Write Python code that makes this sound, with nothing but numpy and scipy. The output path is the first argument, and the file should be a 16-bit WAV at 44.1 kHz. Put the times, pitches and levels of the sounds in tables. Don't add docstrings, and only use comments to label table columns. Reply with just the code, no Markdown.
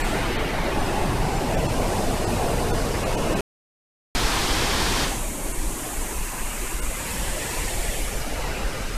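import sys
import numpy as np
from scipy import signal
from scipy.fft import rfft, irfft, dct
from scipy.io import wavfile
from scipy.ndimage import uniform_filter1d

SR = 44100
rng = np.random.default_rng(int(sys.argv[2]) if len(sys.argv) > 2 else 0)


def int16_out(signal):
    q = np.round(np.clip(np.atleast_2d(signal).T, -1, 1) * 32767)
    wavfile.write(sys.argv[1], SR, q.astype(np.int16))


def voltage_ratio(decibels):
    exponent = np.asarray(decibels, float) / 20
    return 10 ** exponent


N = 395565
HOP = 256
FRAME = 1024

# start in seconds, end in seconds.
GAP_S = (3.4078, 4.1502)

# frequency in Hz, density in dB per Hz.
RUMBLE_COLOUR = [(3.5, -32.5), (6.0, -2.5), (31, 2.5), (45, -1.5), (75, -9), (120, -7.5), (160, -59.5),
                 (260, -120)]
# start in seconds, peak in dB, hold in seconds.
FIRST_GUSTS = [(0.0, -26, .09), (.25, -28, 0), (.39, -24.5, 0), (.61, -25, 0.0048), (.79, -25, 0.031),
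               (1.01, -24, 0.014), (1.2, -24, 0.0083), (1.38, -26.5, 0.0014), (1.58, -24, 0),
               (1.78, -25.5, 0.067), (2.07, -22.5, 0.0064), (2.22, -28.5, 0), (2.42, -25, 0),
               (2.59, -23, 0), (2.73, -22, 0.013), (2.84, -25, 0), (3.1, -28, .07), (3.3, -27.5, 0.034)]
SECOND_GUSTS = [(4.16, -23.5, 0.0094), (4.24, -22, .02), (4.35, -30, .1), (4.51, -21.5, 0),
                (4.61, -27.5, .4), (5.09, -26.5, 0.015), (5.22, -25.5, 0.035), (5.45, -27.5, .04),
                (5.58, -24, .1), (5.99, -24.5, 0.015), (6.18, -25, 0.042), (6.44, -23, 0.00017),
                (6.6, -28.5, 0.046), (6.75, -25.5, 0), (6.84, -24, .04), (7.19, -27.5, .06),
                (7.31, -24.5, 0), (7.59, -25, .05), (7.78, -22.5, 0.0029), (7.88, -23, 0),
                (8.01, -23.5, 0.034), (8.17, -24, 0.0089), (8.28, -28, .24), (8.64, -23.5, 0.032),
                (8.83, -27, 0.028), (8.95, -25.5, 0.062)]
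RISE_DB_PER_S, FALL_DB_PER_S = 239, 158.5
FIRST_LULL_DB, SECOND_LULL_DB = -30.5, -38

ZONE_EDGES_HZ = [320, 1120, 3020, 5900]
# frequency in Hz, density in dB per Hz.
AWAY = [(70, -2), (140, -5), (280, -4.5), (550, -10.5), (850, -7.5), (1050, -14), (1220, -12.5),
        (1900, -12.5), (2800, -17), (3250, -20), (5300, -27), (6600, -31), (8500, -30), (14200, -39.5)]
FACING = [(70, 1.5), (140, -2.5), (280, -5), (550, -6.5), (850, -9), (1050, -12), (1220, -18),
          (1900, -21.5), (2800, -22), (3250, -23), (5300, -23), (6600, -26.5), (8500, -25.5), (14200, -35)]
RAW = [(70, 3), (140, -6), (280, -5.5), (550, -14.5), (850, -11), (1050, -12), (1220, -13.5), (1900, -15),
       (2800, -17), (3250, -16.5), (5300, -19.5), (6600, -23), (8500, -25), (14200, -35)]
SUPPRESSED = [(70, -6), (140, -10), (280, -6.5), (550, -12.5), (850, -12.5), (1050, -11.5), (1220, -20.5),
              (1900, -20.5), (2800, -21), (3250, -27.5), (5300, -29.5), (6600, -20.5), (8500, -18),
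              (14200, -28)]
PATH = [(70, -1), (140, -5), (280, -10.5), (550, -7), (850, -11), (1050, -14), (1220, -16.5), (1900, -11),
        (2800, -13.5), (3250, -21.5), (5300, -24.5), (6600, -15), (8500, -12), (14200, -23.5)]
# time in seconds, place in the list of spectra [0-5].
COLOUR_AT = [
    (.8, 0),
    (1.6, 1),
    (3.5, 1),
    (4.0, 2),
    (5.05, 2),
    (5.27, 3),
    (6.85, 3),
    (7.08, 4),
    (8.0, 4),
    (8.2, 5),
]
# slow patches in dB, speckle [0-1].
UNSTEADY = [(0.5, 0.19), (1.86, 0.21), (0.93, 0.28), (.5, 0.2), (0.74, 0)]
FIRST_SPOT_DB = [-32, -31, -31.5, -38.0, -37.5]
SECOND_SPOT_DB = [-32.0, -30.5, -26.5, -28, -32]
# time in seconds, facing [0-1].
TURN = [(0.0, 0.07), (.35, 0.03), (.6, 0.28), (1.1, 0.6), (1.4, 0.83), (2.0, 1.05), (2.4, 0.9), (2.8, 0.97),
        (3.1, .75), (3.4, 0.7), (4.16, 0.48), (5.0, 0.57), (5.4, .95), (6.2, 0.6), (6.7, 0.27), (6.95, 0.4),
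        (7.15, 0.5), (8.97, 0.26)]
TURN_DB = [4.0, 3, -5.5, -2.5, -0.44]
# time in seconds, cover [0-1].
COVER = [(0.0, 0), (.2, 0.5), (.42, 0.8), (.65, .85), (.85, 0.41), (1.6, .35), (1.95, 0), (2.2, 0),
         (3.4, .15), (4.16, .1), (5.0, 0), (7.0, 0.07), (7.95, -.1), (8.1, 0.3), (8.25, 0.7), (8.5, 1.05),
         (8.97, 1)]
COVER_DB = [0.8, 1.2, -0.2, -2.5, -7.5]
# time in seconds, grip [0-1].
GRIP = [(5.03, 0.0), (5.12, 0.54), (5.22, 0.86), (5.35, 0.99), (5.6, 0.89), (6.3, 1), (6.9, .95),
        (7.1, 0.7), (7.7, 0.64), (8.1, 0.77), (8.5, 0.7), (8.97, 0.78)]
GRIP_DB = [-10.5, -10.2, -11, -16, -2]
# time in seconds, lift in dB.
SURGES = [
    (1.15, 4),
    (1.65, 1.5),
    (3.28, 3.5),
    (5.52, 2.5),
    (7.15, 4),
    (8.5, 2),
]

# time in seconds, step at 1 kHz in dB, slope in dB per octave.
STARVED = [(.0301, -12, -2.3), (.3784, -12.5, -3), (1.5626, -12.5, -3), (1.6787, -12, -3),
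           (2.2592, -11.5, -2.8), (2.7236, -11.5, -2.5), (3.0487, -11.5, -2.8), (3.1648, -10, -3),
           (3.3506, -12, -2.5), (5.5332, -19.5, -.2), (6.8103, -16, -.3)]
# time in seconds, low edge in Hz,
# high edge in Hz, level in dB.
SPLIT = [(0.3291, 5250, 6240, -50.1), (0.8167, 5730, 6850, -51.9), (0.8631, 4260, 5640, -47.2),
         (0.8863, 9690, 12450, -51.4), (1.374, 5730, 6890, -49.8), (2.9994, 8960, 10980, -48.5),
         (3.1387, 10380, 11670, -53.5), (4.2532, 9690, 13700, -43.6), (4.2997, 10380, 12360, -48.2),
         (4.4854, 9000, 10290, -43.5), (4.4854, 11710, 13050, -50.7), (6.018, 5250, 6240, -52.7),
         (6.1341, 4260, 5640, -51.1), (7.3879, 11710, 13050, -49.8), (8.0381, 4220, 5170, -50.9),
         (8.1774, 6290, 7540, -51.2), (8.2239, 4260, 5120, -48.1), (8.8276, 6980, 8230, -51.1),
         (8.9437, 4260, 5170, -48.3), (8.9437, 7620, 10290, -47.8)]


def in_time(rows, t):
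    return np.interp(t, *np.transpose(rows))


def at_hz(points, hz):
    point_hz, db = np.transpose(points)
    return np.interp(np.log(hz), np.log(point_hz), db)


def rms_one(x):
    return x / np.sqrt(np.mean(x ** 2) + 1e-20)


def drift(rate, count):
    r = np.exp(-2 * np.pi * rate * HOP / SR)
    white = rng.standard_normal((count, N // HOP + 802))
    slow = signal.lfilter([1], [1, -2 * r, r * r], white)[:, 800:]
    return slow / slow.std(axis=1, keepdims=True)


def gusts():
    t = np.arange(0, N + HOP, HOP) / SR
    s, db, hold = np.transpose(FIRST_GUSTS + SECOND_GUSTS)[:, :, None]
    rise_db = RISE_DB_PER_S * np.maximum(s - t, 0)
    fall_db = FALL_DB_PER_S * np.maximum(t - s - abs(hold), 0)
    lull_db = np.where(t < GAP_S[1] - .3, FIRST_LULL_DB, SECOND_LULL_DB)
    power = voltage_ratio(2 * lull_db) + voltage_ratio(2 * (db - rise_db - fall_db)).sum(axis=0)
    return np.interp(np.arange(N) / SR, t, np.sqrt(power))


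def rumble():
    white = rfft(rng.standard_normal(N))
    hz = np.arange(len(white)) * SR / N + 1e-3
    low = rms_one(irfft(white * voltage_ratio(at_hz(RUMBLE_COLOUR, hz)) / (1 + (hz / 75) ** 6), N))
    even = np.sqrt(uniform_filter1d(low ** 2, size=2800) + .15)
    return gusts() * rms_one(low / even)


def zone_levels(t):
    levels = np.where(t < GAP_S[1] - .3, np.c_[FIRST_SPOT_DB], np.c_[SECOND_SPOT_DB])
    for change_db, curve in ((TURN_DB, TURN), (COVER_DB, COVER), (GRIP_DB, GRIP)):
        levels = levels + np.outer(change_db, in_time(curve, t))
    surge_s = 0.11
    levels[0] += sum(db * np.exp(-((t - s) / surge_s) ** 2) for s, db in SURGES)
    return levels


def water():
    hz, t, bins = signal.stft(rng.standard_normal(N), SR, nperseg=4 * HOP, noverlap=3 * HOP)
    hz = np.maximum(hz, 1)
    zone = np.searchsorted(ZONE_EDGES_HZ, hz)
    colours = np.array([at_hz(c, hz) for c in (AWAY, FACING, RAW, SUPPRESSED, PATH, FACING)])
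    colours[:, hz < 70] = -80
    for z in range(5):
        power = np.sum(voltage_ratio(2 * colours[:, zone == z]), axis=1, keepdims=True)
        colours[:, zone == z] -= 10 * np.log10(power / 2 / HOP)
    place = in_time(COLOUR_AT, t)
    shares = np.maximum(1 - abs(place - np.arange(len(colours))[:, None]), 0)
    levels = zone_levels(t)
    acting = 1 - 0.67 * shares[2]
    slow_db, speckle = np.transpose(UNSTEADY)[:, zone, None] * acting
    patch = np.round(np.log(np.maximum(hz, 60) / 60) * 5).astype(int)
    patches = drift(2.0, count=patch[-1] + 1)[patch, :len(t)]
    patches = patches + 0.21 * drift(7.0, count=1)[:, :len(t)]
    near = uniform_filter1d(uniform_filter1d(abs(bins) ** 2, size=5, axis=1), size=2, axis=0)
    bins = bins * (near / near.mean()) ** speckle
    bins /= np.sqrt(np.mean(abs(bins) ** 2, axis=1, keepdims=True) / near.mean())
    gain_db = colours.T @ shares + levels[zone] + slow_db * patches
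    return signal.istft(bins * voltage_ratio(gain_db), SR, noverlap=3 * HOP)[1][:N]


def scene():
    return np.tile(water() + rumble(), (2, 1))


def starved(x):
    error, half = np.zeros(N), FRAME // 2
    window = np.sin(np.pi * (np.arange(2 * FRAME) + .5) / (2 * FRAME))
    hz = (np.arange(FRAME) + .5) * SR / 2 / FRAME
    for s, step_db, tilt_db in STARVED:
        at = slice(round(s * SR) - FRAME, round(s * SR) + FRAME)
        a, b, c, d = (x[at] * window).reshape(4, half)
        lines = dct(np.r_[-c[::-1] - d, a - b[::-1]], type=4, norm="ortho")
        step = voltage_ratio(step_db + tilt_db * np.log2(np.maximum(hz, 200) / 1000))
        rounded = np.floor((abs(lines) / step) ** .75 + .4054) ** (4 / 3)
        coarse = np.sign(lines) * step * rounded
        u, v = dct((coarse - lines) * (hz < 13780), type=4, norm="ortho").reshape(2, half)
        error[at] += window * np.r_[v, -v[::-1], -u[::-1], -u]
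    return error


def split_bands():
    side, draws = np.zeros(N + FRAME), rng.standard_normal((len(SPLIT), 2 * FRAME))
    hz = np.arange(FRAME + 1) * SR / 2 / FRAME
    window = signal.windows.kaiser(2 * FRAME, beta=9.0)
    for (s, low_hz, high_hz, db), draw in zip(SPLIT, draws):
        band = rms_one(irfft(rfft(draw) * (hz > low_hz) * (hz < high_hz)))
        start = round(s * SR) - FRAME
        side[start:start + 2 * FRAME] += voltage_ratio(db + 3.5) * band * window
    return side[:N]


def roll_off(x):
    return signal.sosfilt(signal.butter(12, 15570, fs=SR, output="sos"), x)


def record(dry):
    x = .45 * np.tanh(dry[0] / .45)
    t = np.arange(N) / SR
    x = (x + starved(x)) * ((t < GAP_S[0] + .1) | (t > GAP_S[1]))
    top_hz = 14320
    x = irfft(rfft(x, 2 * N) * (np.arange(N + 1) * SR / 2 / N < top_hz))[:N]
    x = x * ((t < GAP_S[0]) | (t > GAP_S[1] - .003))
    mix = x + split_bands() * [[1], [-1]]
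    return roll_off(mix)


dry = scene()
out = record(dry)
int16_out(out)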